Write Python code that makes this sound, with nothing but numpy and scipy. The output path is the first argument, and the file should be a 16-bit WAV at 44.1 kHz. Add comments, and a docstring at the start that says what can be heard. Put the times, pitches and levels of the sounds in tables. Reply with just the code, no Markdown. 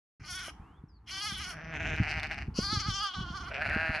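"""Sheep on a breezy hill pasture. Over a faint wash of wind in the grass, gusts buffet the microphone
throughout. A lamb bleats, high and quavering: vocal fold pulses and breath ringing in its throat.
A far-off bird whistles up, then down, and the lamb calls again. A ewe answers, low and rattling,
each pulse a separate knock. The lamb's third bleat is long and off to one side, and the ewe
answers once more. Ground and stone walls scatter the calls."""
import sys
import numpy as np
from scipy import signal
from scipy.fft import rfft, irfft
from scipy.io import wavfile
from scipy.ndimage import uniform_filter1d

SR = 44100
rng = np.random.default_rng(int(sys.argv[2]) if len(sys.argv) > 2 else 0)


def file_out(sig):
    """Save sig as 16-bit WAV at sys.argv[1]."""
    # one column per channel
    cols = np.atleast_2d(sig).T
    # limit, then scale
    lim = np.clip(cols, -1, 1)
    pcm = np.round(lim * 32767).astype(np.int16)
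    wavfile.write(sys.argv[1], SR, pcm)


N = 176400
T = np.arange(N) / SR
TOP_HZ = 12300  # top of the harmonics and of the whole mix
FLUTTER_DB, FLUTTER_HZ = 2.5, 50  # level flicker in the bands of both voices


def amp(db):
    """Decibels to gain."""
    return 10 ** (np.asarray(db) / 20)


def unit_rms(x):
    """Scales a signal to an rms of one."""
    return x / np.sqrt(np.mean(x ** 2) + 1e-20)


def leveller(x):
    """Holds the running level at one."""
    power = uniform_filter1d(uniform_filter1d(x ** 2, size=600), size=600)
    return x / np.sqrt(abs(power) + 1e-12)


def curve(rows, t, column=1):
    """Automation: one column of a breakpoint table at times t."""
    rows = np.array(rows, float)
    return np.interp(t, rows[:, 0], rows[:, column])


def at_hz(points, hz):
    """Reads a curve along a log frequency axis."""
    f, value = np.transpose(points)
    return np.interp(np.log(hz + 1), np.log(f + 1), value)


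def add(mix, start_s, sound):
    """Lays a sound into the mix."""
    part = mix[max(round(start_s * SR), 0):][:len(sound)]
    part += sound[:len(part)]


def wander(size, hz):
    """Smooth random modulation, rms about one, rolling off above hz."""
    f = np.fft.rfftfreq(N, 1 / SR)
    return unit_rms(irfft(rfft(rng.standard_normal(N)) * np.exp(-(f / hz) ** 2), N))[:size]


def eq(x, points, cut_hz=0):
    """Minimum-phase EQ with an optional steep low cut."""
    f = abs(np.fft.fftfreq(4096, 1 / SR))
    gain = amp(at_hz(points, f)) / np.sqrt(1 + (cut_hz / (f + 1)) ** 8)
    log_gain = np.log(np.maximum(gain, 1e-5))
    taps = np.fft.ifft(np.exp(np.conj(signal.hilbert(log_gain)))).real[:2048]
    return signal.fftconvolve(x, taps)[:len(x)]


def resonate(x, hz, width_hz, order=1):
    """A unity-gain resonance that follows hz; higher orders have steeper skirts."""
    carrier = np.exp(2j * np.pi * np.cumsum(hz * np.ones(len(x))) / SR)
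    lowpass = signal.butter(order, width_hz / 2, fs=SR, output="sos")
    return 2 * (carrier * signal.sosfilt(lowpass, x / carrier)).real


def pan_bands(x, points):
    """Tilts a sound left or right, band by band."""
    side_db = at_hz(points, np.fft.rfftfreq(N, 1 / SR))
    return irfft(rfft(x) * amp([side_db / 2, -side_db / 2]), N)


def grass_wash():
    """Wind over distant grass: faint, gently swelling stereo noise."""
    # Tone of the wash: freq_hz, gain_db
    tone = [(180, -19.5), (300, 4), (571, -17), (758, -1.5), (990, -1.5), (1310, -4.5), (3260, -27.5),
            (4000, -33), (12800, -41), (22000, -120)]
    centre, left, right = [unit_rms(eq(rng.standard_normal(N), tone)) for _ in range(3)]
    swell = amp(-62.5 + 4.7 * wander(N, hz=3.4))
    return swell * unit_rms(centre + 0.49 * np.array([left, right]))


def mic_wind():
    """Lumpy rumble on the microphone, and short puffs that each push it for a cycle or two."""
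    # Tone of the rumble: freq_hz, gain_db
    tone = [(12, 2), (20, -31), (48, 9), (118, -2), (198, -8.5), (439, -22.5), (600, -37), (780, -70),
            (1320, -120)]
    # Rise and fall of the breeze: time_s, level_db
    breeze = [(.2,-52.5),(.7,-55.5),(1.05,-62),(1.3,-48),(1.7,-52.5),(1.88,-37),(2.05,-46.5),(2.3,-43.5),(2.62,-45.5),(2.77,-42.5),(2.95,-44.5),(3.08,-66.5),(3.17,-45.5),(3.55,-47.5),(3.68,-40),(4,-49.5)]
    # Puffs hitting the microphone, and at 0.48 s a low blip as the lamb's first bleat closes: time_s, level_db,
    # pitch_hz
    puffs = [(0.206, -43.5, 79), (.481,-46,605), (0.599, -39.5, 84), (0.836, -42.5, 138.3),
             (1.321, -38.5, 168), (1.852, -55, 95), (1.931, -32, 150), (2.002, -18, 108), (2.015, -25, 115),
             (2.208, -41, 100.5), (2.482, -28, 126.8), (2.587, -22, 225), (2.594, -42, 440),
             (2.728, -33, 166), (2.77, -32, 120), (2.884, -26.5, 114), (3.184, -29.5, 101),
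             (3.208, -31, 149), (3.303, -36.5, 147), (3.681, -33, 102), (3.762, -28.5, 208.6),
             (3.894, -25.5, 128.1)]
    rumble = unit_rms(eq(rng.standard_normal(N), tone) * amp(2.5 * wander(N, hz=18)))
    out = rumble * amp(curve(breeze, T) + 3)
    t, attack_s = T[:SR // 10], 0.00604
    attack = np.sin(np.pi / 2 * np.minimum(t / attack_s, 1)) ** 2
    for time_s, db, hz in puffs:
        decay = np.exp(-np.maximum(t - attack_s, 0) * hz)
        push = np.sin(2 * np.pi * hz * t) + amp(0.5) * wander(len(t), 1.79 * hz)
        add(out, time_s - attack_s / 2, amp(db) * attack * decay * push)
    return signal.lfilter(*signal.butter(2, 48, "high", fs=SR), out)


def larynx(contour, hoarseness, jitter, shimmer_db, breath_cycles):
    """Vocal fold pulses and a puff of breath per cycle; hoarseness trades pulse for breath."""
    quaver, quaver_hz = 0.00389, 47.2
    slip_s = 0.00004  # hoarse folds close early or late, fraying the top harmonics
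    closing_s = 0.000856  # each closure is spread out: its top harmonics lag by this much
    t = np.arange(contour[0][0], contour[-1][0], 1 / SR)
    size, pitch = len(t), curve(contour, t)
    mean_hz = pitch.mean()
    rough = np.clip(curve(hoarseness, t), 0, 1)
    hz = pitch * (1 + jitter * rough * wander(size, mean_hz) + quaver * wander(size, quaver_hz))
    cycles = np.cumsum(hz) / SR + pitch * rough * slip_s * wander(size, mean_hz)
    folds = sum(np.cos(2 * np.pi * k * cycles - np.pi * closing_s * (k * mean_hz) ** 2 / TOP_HZ)
                for k in range(1, int(TOP_HZ / pitch.min())))
    folds = unit_rms(folds * amp(shimmer_db * rough * wander(size, mean_hz)))
    airflow = 0.54 + np.exp(-(cycles % 1) / breath_cycles)
    breath = unit_rms(airflow * rng.standard_normal(N)[:size])
    return t, cycles, (1 - rough) * folds, rough * breath


def place_bleat(contour, t, sound, trim_db):
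    """Gives a bleat its envelope and its place on the timeline."""
    out = np.zeros(N)
    fades = np.clip(np.minimum(t - t[0], t[-1] - t) / 0.0018, 0, 1)
    add(out, t[0], sound * fades * amp(trim_db + curve(contour, t, column=2)))
    return out


def lamb_bleat(contour, trim_db):
    """Pulses and breath pass moving resonances: clean low down, raspy higher up."""
    # Hoarseness: time_s, roughness (0-1)
    hoarseness = [(.215,0.97),(.255,0.42),(.3,0.09),(.38,.2),(.42,0.36),(.48,0.67),(1.08,0.76),(1.13,0.2),(1.27,0),(1.341,0.28),(1.48,0.4),(1.54,0.45),(2.56,0.35),(2.64,0.21),(2.74,0.05),(2.81,0.3),(2.969,0.06),(3.07,.15),(3.15,0.32),(3.27,0.12),(3.49,0.54)]
    # Throat resonances, levels relative to the mouth band:
    # time_s, mouth_hz, dip_db, throat_hz, throat_db, rasp_hz, rasp_db, shrill_db, fizz_db
    tract = [(0.21, 1560, 6, 2920, -14, 4570, -14, -8, -22),
             (0.255, 1300, -1, 3030, -2.5, 4550, 3, -0.5, -15),
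             (0.31, 1410, -6, 3260, -4, 4760, 0.5, 3, -3), (0.37, 1450, -2.5, 3320, 1, 4800, -4, 2.5, -6.5),
             (0.42, 1440, -5, 3260, 1, 4200, -9, -1, -8),
             (0.48, 1380, -5.5, 3030, -4, 4320, -14, -5.5, -10.5),
             (1.085, 1290, 9, 3100, 10.5, 4400, 1, 5, -4),
             (1.15, 1380, -1.5, 3130, 3.5, 4680, 3.5, 2.5, -8.5),
             (1.26, 1420, -6.5, 3160, -1.5, 4570, 1, -3.5, -10.5),
             (1.34, 1425, -2.5, 3300, 3, 4300, -5, -2, -11.5),
             (1.41, 1410, -2, 3050, 3, 4200, -5, -0.5, -8.5), (1.45, 1420, -3, 3120, 1, 4550, -2, -1, -12),
             (1.51, 1422, -10, 3076, -11, 4600, -13.5, -8.5, -13),
             (2.57, 1228, -9, 2850, -0.5, 4710, 9.5, 8.5, -9),
             (2.65, 1370, -8, 3330, -6, 4720, 9.5, -1, -14.5),
             (2.73, 1395, -12.5, 3360, -8, 4380, 0, -7.5, -23.5),
             (2.8, 1330, -6, 3170, -3.5, 4580, 7, 1, -19.5),
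             (2.86, 1348, -11.5, 3210, -5.5, 4600, -3.5, -13, -31),
             (2.91, 1340, -12, 3230, 1, 4350, 1, 2.5, -20.5),
             (2.97, 1310, -16, 3140, 1, 4820, -4.5, -4.5, -24),
             (3.05, 1335, -22, 3180, -2.5, 4840, 0.5, -10, -26.5),
             (3.1, 1300, -13, 3200, 3.5, 4400, -9, -12, -30),
             (3.16, 1310, -14, 3200, -3, 4170, -7.5, -13.5, -31),
             (3.27, 1300, -25, 3145, -7, 4450, -12, -14.5, -41),
             (3.37, 1283, -19, 3230, -6.5, 4500, -10, -8.5, -28.5),
             (3.47, 1320, -10.5, 3123, -9, 4397, -12.5, -16.5, -32)]
    # Mouth, dip, throat, rasp, shrill, fizz and chest bands: width_hz
    widths = (428, 540, 486, 696, 700, 1570, 137)
    # Colour of the nose: freq_hz, gain_db
    nose = [(3300,0.5),(3820,1.5),(4450,0),(5800,-1),(6500,9),(9000,5),(10200,-2)]
    dip_hz, shrill_hz, fizz_hz, chest_hz, chest_db = 2193, 5460, 10410, 754, -15.5
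    t, _, folds, breath = larynx(contour, hoarseness, jitter=0.0402, shimmer_db=3.5, breath_cycles=0.94)
    mouth_hz, dip_db, throat_hz, throat_db, rasp_hz, rasp_db, shrill_db, fizz_db = [
        curve(tract, t, column) for column in range(1, 9)]
    bands = [(mouth_hz, 0), (dip_hz, dip_db), (throat_hz, throat_db), (rasp_hz, rasp_db),
             (shrill_hz, shrill_db), (fizz_hz, fizz_db), (chest_hz, chest_db)]
    voice = 0
    for (hz, level_db), width_hz in zip(bands, widths):
        hiss = breath * amp(-4 + 8.5 * np.log2(hz / 2980))  # 8.5 dB more breath per octave
        band = resonate(folds + hiss, hz, width_hz, order=3 if np.mean(hz) < shrill_hz else 2)
        voice = voice + leveller(band) * amp(level_db + FLUTTER_DB * wander(len(t), FLUTTER_HZ))
    return place_bleat(contour, t, leveller(eq(voice, nose)), trim_db)


def lamb():
    """Three bleats; the last is long, comes from one side and fades as the mouth closes."""
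    # Bleat contours: time_s, pitch_hz, level_db
    first = [(.198,319,-59),(.212,317,-56),(.228,317.7,-58),(.245,306.8,-48.5),(.272,300.3,-47),(.288,373.4,-42.5),(.303,358,-38),(.318,362.3,-38.5),(.331,344.2,-39),(.353,376.7,-38.5),(.385,371.3,-38),(.398,349,-38.5),(.417,389.8,-40.5),(.445,334.8,-41),(.47,408,-42),(.482,323,-42),(.5,317.4,-43),(.525,310,-82)]
    second = [(1.06,355,-75),(1.077,378,-49),(1.093,323.6,-43.5),(1.112,374.5,-40.5),(1.146,387,-39),(1.162,380.6,-39),(1.18,391,-37),(1.197,386.8,-38.5),(1.22,417.6,-36.5),(1.245,411.5,-35),(1.268,432,-34.5),(1.326,379.8,-39),(1.344,434.7,-39.5),(1.362,376.3,-40.5),(1.391,383,-41),(1.407,427.4,-39),(1.453,359,-40),(1.485,376.3,-42),(1.51,352,-40),(1.525,320.6,-45.5),(1.545,290.6,-47.5)]
    third = [(2.54,355.2,-59),(2.562,359.7,-42),(2.574,319.3,-37.5),(2.586,362,-35),(2.612,354.4,-37),(2.643,402.3,-33.5),(2.666,390.5,-32.5),(2.695,407.6,-34),(2.728,438,-29.5),(2.765,407.8,-32),(2.789,385,-37),(2.807,446.3,-32),(2.829,382.6,-39),(2.852,395,-35.5),(2.872,427,-34.5),(2.89,417.3,-36),(2.904,394,-33),(2.925,377,-37.5),(2.953,394.7,-33.5),(2.998,393.3,-33.5),(3.031,428.7,-31),(3.052,398.3,-30),(3.07,399.7,-32),(3.1,369.6,-39.5),(3.131,356,-45.5),(3.144,417.7,-35),(3.162,377.3,-40),(3.19,369.5,-39.5),(3.204,386.3,-40),(3.216,362,-41.5),(3.228,375.3,-40),(3.26,347.4,-45),(3.294,359.2,-42),(3.321,338.3,-47),(3.352,398.3,-38.5),(3.37,387,-37),(3.394,350,-44.5),(3.411,397,-41),(3.433,342,-44.5),(3.465,355.6,-43),(3.477,393.5,-40),(3.49,338,-41.5),(3.51,328,-55)]
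    # Off-axis tilt of the third bleat: freq_hz, left_minus_right_db
    side = [(60, 0.0), (110, -6), (200, 2), (350, 13), (640, -9.5), (1160, -5.5), (2090, 2.5), (3780, 3.5),
            (6830, 0.5), (12400, 1)]
    centred = lamb_bleat(first, trim_db=-2.5) + lamb_bleat(second, trim_db=-1)
    return centred + pan_bands(lamb_bleat(third, trim_db=-2), side)


def bird():
    """Two far-off whistles: pure, slightly wavering glides."""
    # Whistle contours: time_s, pitch_hz, level_db
    rising = [(.59, 2250, -74), (.66, 2710, -72), (.72, 2960, -76), (.785, 3530, -74), (.83, 3300, -106)]
    falling = [(.88, 5850, -83), (.895, 5225, -68.5), (.925, 4740, -77), (0.971, 4500, -69.5),
               (.997, 3750, -89)]
    out = np.zeros(N)
    for contour in (rising, falling):
        t = np.arange(contour[0][0], contour[-1][0], 1 / SR)
        hz = curve(contour, t) * (1 + 0.014 * wander(len(t), hz=150))
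        envelope = amp(curve(contour, t, column=2)) * signal.windows.tukey(len(t), 0.1)
        add(out, t[0], np.sin(2 * np.pi * np.cumsum(hz) / SR) * envelope)
    return out


def ewe_bleat(contour, stages, trim_db):
    """Even knocks pass a throat that crossfades through stages of (time_s, tone)."""
    # Hoarseness: time_s, roughness (0-1)
    hoarseness = [(1.52,0.56),(1.66,0.33),(1.8,0.4),(2.15,0.34),(2.45,0.44),(3.5,0.6),(3.62,0.25),(3.69,0.61),(3.8,0.29),(3.9,0.33),(3.96,0.43)]
    # Gliding resonances: time_s, freq_hz, boost_db
    mouth = [(1.52,630,0.5),(2.45,760,1),(3.51,537.6,14),(3.55,671,2),(3.59,715,18),(3.63,700,6),(3.8,750,7)]
    nose = [(1.55,1620,10),(1.66,1570,-2),(1.88,1670,-2.5),(2.04,2260,-1),(2.13,2050,-1.5),(2.25,1919,-1),(3.52,1490,8),(3.56,1577,1),(3.62,1580,9.5),(3.67,2430,0),(3.73,1550,7),(3.85,1630,3.5),(3.96,2273,2.5)]
    t, cycles, folds, breath = larynx(contour, hoarseness, jitter=0.02, shimmer_db=4, breath_cycles=0.7)
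    times, tones = zip(*stages)
    voice = 0
    for weights, tone in zip(np.eye(len(stages)), tones):
        voice = voice + np.interp(t, times, weights) * unit_rms(eq(folds + breath, tone, cut_hz=118))
    for glide, width_hz in ((mouth, 116), (nose, 140)):
        boost = amp(curve(glide, t, column=2)) - 1
        voice = voice + boost * resonate(voice, curve(glide, t), width_hz)
    treble = signal.filtfilt(*signal.butter(3, 3330, "high", fs=SR), voice)
    edge_db = 5.5 + FLUTTER_DB * wander(len(t), FLUTTER_HZ)
    voice = leveller(voice + treble * (amp(edge_db) - 1))
    return place_bleat(contour, t, voice + throat_cracks(t, cycles), trim_db)


def ewe():
    """Two low, rattling answers, the first off to one side."""
    # Bleat contours: time_s, pitch_hz, level_db
    first = [(1.52, 158.5, -48), (1.56, 165.4, -47.5), (1.59, 145.2, -44.5), (1.62, 163.6, -46.5),
             (1.66, 160.9, -45), (1.72, 162, -42.5), (1.742, 157.2, -37), (1.77, 150.1, -37),
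             (1.785, 143.9, -44.5), (1.805, 162.2, -34.5), (1.84, 160.3, -39), (1.857, 144.4, -32.5),
             (1.885, 164.2, -37), (1.92, 153.8, -34.5), (1.948, 160.5, -35.5), (1.967, 145.5, -42.5),
             (1.985, 158.2, -33), (2.015, 163, -42), (2.033, 152.7, -34), (2.047, 139.4, -37),
             (2.065, 154.7, -36.5), (2.08, 148.6, -33.5), (2.1, 160.7, -36.6), (2.12, 141.6, -33),
             (2.145, 161.6, -37), (2.192, 154.9, -35), (2.205, 139.4, -39), (2.222, 146.4, -43.5),
             (2.233, 161.6, -33.5), (2.26, 154.2, -37), (2.278, 133.9, -48), (2.297, 145.2, -46.5),
             (2.313, 164.9, -32.5), (2.333, 155, -38.5), (2.352, 134.9, -43.5), (2.37, 134.7, -48),
             (2.386, 137, -36.5), (2.403, 151.7, -48), (2.423, 132.1, -40.5), (2.445, 127.6, -57),
             (2.48, 129, -61)]
    second = [(3.5, 145.5, -56.5), (3.518, 127.9, -36.5), (3.53, 143.9, -47), (3.545, 140.3, -36.5),
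              (3.568, 129.7, -37.5), (3.59, 146.7, -37.5), (3.603, 146.3, -40), (3.62, 158.4, -29),
              (3.64, 152.4, -38), (3.664, 134.3, -30.9), (3.68, 137.4, -39.5), (3.7, 149.8, -33),
              (3.715, 153.9, -32.5), (3.735, 160.2, -31.8), (3.775, 156.7, -33), (3.8, 161, -32),
              (3.85, 162, -32.5), (3.885, 158.2, -34), (3.91, 162.5, -35.4), (3.93, 158.2, -37),
              (3.95, 157, -31.5), (3.972, 148.6, -35.5), (3.995, 164, -36.1), (4.003, 155.6, -50)]
    # Throat tone at each stage of a bleat: freq_hz, gain_db
    soft = [(82, -26), (140, -1), (179, -0.5), (409, -22), (630, -7), (952, -17.5), (1670, -7), (2480, -13),
            (3970, -42), (6120, -34), (6850, -98), (11000, -62), (12500, -84), (22000, -120)]
    wide = [(240, 1), (400, -7.5), (489, -6.5), (549, -20), (643, 2.5), (1030, -12.5), (1210, -11.5),
            (1590, 4.5), (1890, 0), (2530, 2), (3090, -12), (4180, -29), (4760, -34), (6080, -24.5),
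            (12500, -75), (22000, -120)]
    rattle = [(240, -21), (400, -14), (475, -11.5), (534, -30), (625, 1), (787, 4), (1030, -9), (1550, 4.5),
              (2250, 8), (2800, 1.5), (3470, -24.5), (4500, -15), (6000, -23.5), (6630, -34),
              (12500, -49.5), (22000, -120)]
    opening = [(240, -85), (400, -12), (469, -14), (672, -2.5), (871, -23), (1550, -2.5), (1870, -6.5),
               (2420, -0.5), (3840, -29), (5910, -31), (6260, -102), (7030, -45), (12500, -67),
               (22000, -120)]
    full = [(180, -58), (300, -14.5), (462, -17.5), (629, -1.5), (1060, -12), (1430, 1), (1640, 5),
            (1910, -0.5), (2690, -1), (3130, -21.5), (3710, -30.5), (4140, -21), (4680, -22.5), (5300, -33),
            (7210, -45.5), (8950, -51), (10400, -40), (12000, -82), (22000, -120)]
    # Tilt of the first answer: freq_hz, left_minus_right_db
    side = [(350,-2.5),(800,9),(1900,-1.5),(5000,3.5),(12000,-3)]
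    answer = ewe_bleat(first, [(1.71, soft), (1.75, wide), (1.94, wide), (2.05, rattle)], trim_db=-0.5)
    return pan_bands(answer, side) + ewe_bleat(second, [(3.58, opening), (3.63, full)], trim_db=0.5)


def throat_cracks(t, cycles):
    """Hard closures in the ewe's throat: bright noise ticks, each snapped to the nearest pulse."""
    # Hard closures: time_s, level_db
    cracks = [(1.772,-12),(1.868,-11),(1.965,4),(2.033,-3),(2.197,4),(2.232,5),(2.271,2),(2.312,-5),(2.344,2),(3.664,-6),(3.70,-4)]
    # Tone of a crack: freq_hz, gain_db
    tone = [(1500,-58),(3500,6),(6000,-3),(7000,-12),(12000,-20)]
    decay = np.exp(-T[:SR // 100] / 0.0021)
    bursts = np.zeros(len(t))
    for time_s, db in cracks:
        if t[0] < time_s < t[-1]:
            nearest_cycle = np.round(np.interp(time_s, t, cycles))
            add(bursts, np.interp(nearest_cycle, cycles, t) - t[0], amp(db) * decay)
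    return eq(bursts * rng.standard_normal(N)[:len(t)], tone)


def pasture(x):
    """Quick scatter from ground and stone walls widens the sound; a faint open-air tail follows."""
    # Stereo width of the scatter: freq_hz, side_db
    width = [(200, -74.5), (400, -1), (650, -6), (1200, -43), (2100, -45), (3800, -7.5), (6800, -8),
             (12000, -10)]
    # Decay of the tail: freq_hz, t60_s
    t60 = [(200, 0.043), (1000, 0.14), (3000, 0.29), (6000, 0.28), (12000, 0.2)]
    scatter_s, tail_db = 0.0029, -12
    t = T[:SR // 2]
    scatter = rng.standard_normal(len(t)) * np.exp(-t / scatter_s) * (t > 0.001)
    scatter = eq(scatter / np.linalg.norm(scatter), width)
    hz, frame_s, noise = signal.stft(rng.standard_normal((2, len(t))), SR, nperseg=256)
    decay = amp(-60 * frame_s / at_hz(t60, hz)[:, None])
    tail = signal.istft(noise * decay, SR, nperseg=256)[1][:, :len(t)]
    impulse = np.array([scatter, -scatter]) + amp(tail_db) * tail / np.linalg.norm(tail[0])
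    return x + signal.fftconvolve(x, impulse, axes=1)[:, :N]


def scene():
    """The animals in the open pasture, with the wind laid dry on top."""
    return pasture(lamb() + ewe() + bird()) + mic_wind() + grass_wash()


def record(dry):
    """The sound cuts in after a moment of silence and passes a steep low-pass."""
    start_s = 0.197
    gate = np.clip((T - start_s) / 0.0013, 0, 1)
    lowpass = signal.firwin(511, TOP_HZ, window=("kaiser", 9), fs=SR)
    return signal.oaconvolve(dry * gate, lowpass[None], "same")


dry = scene()
out = record(dry)
file_out(out)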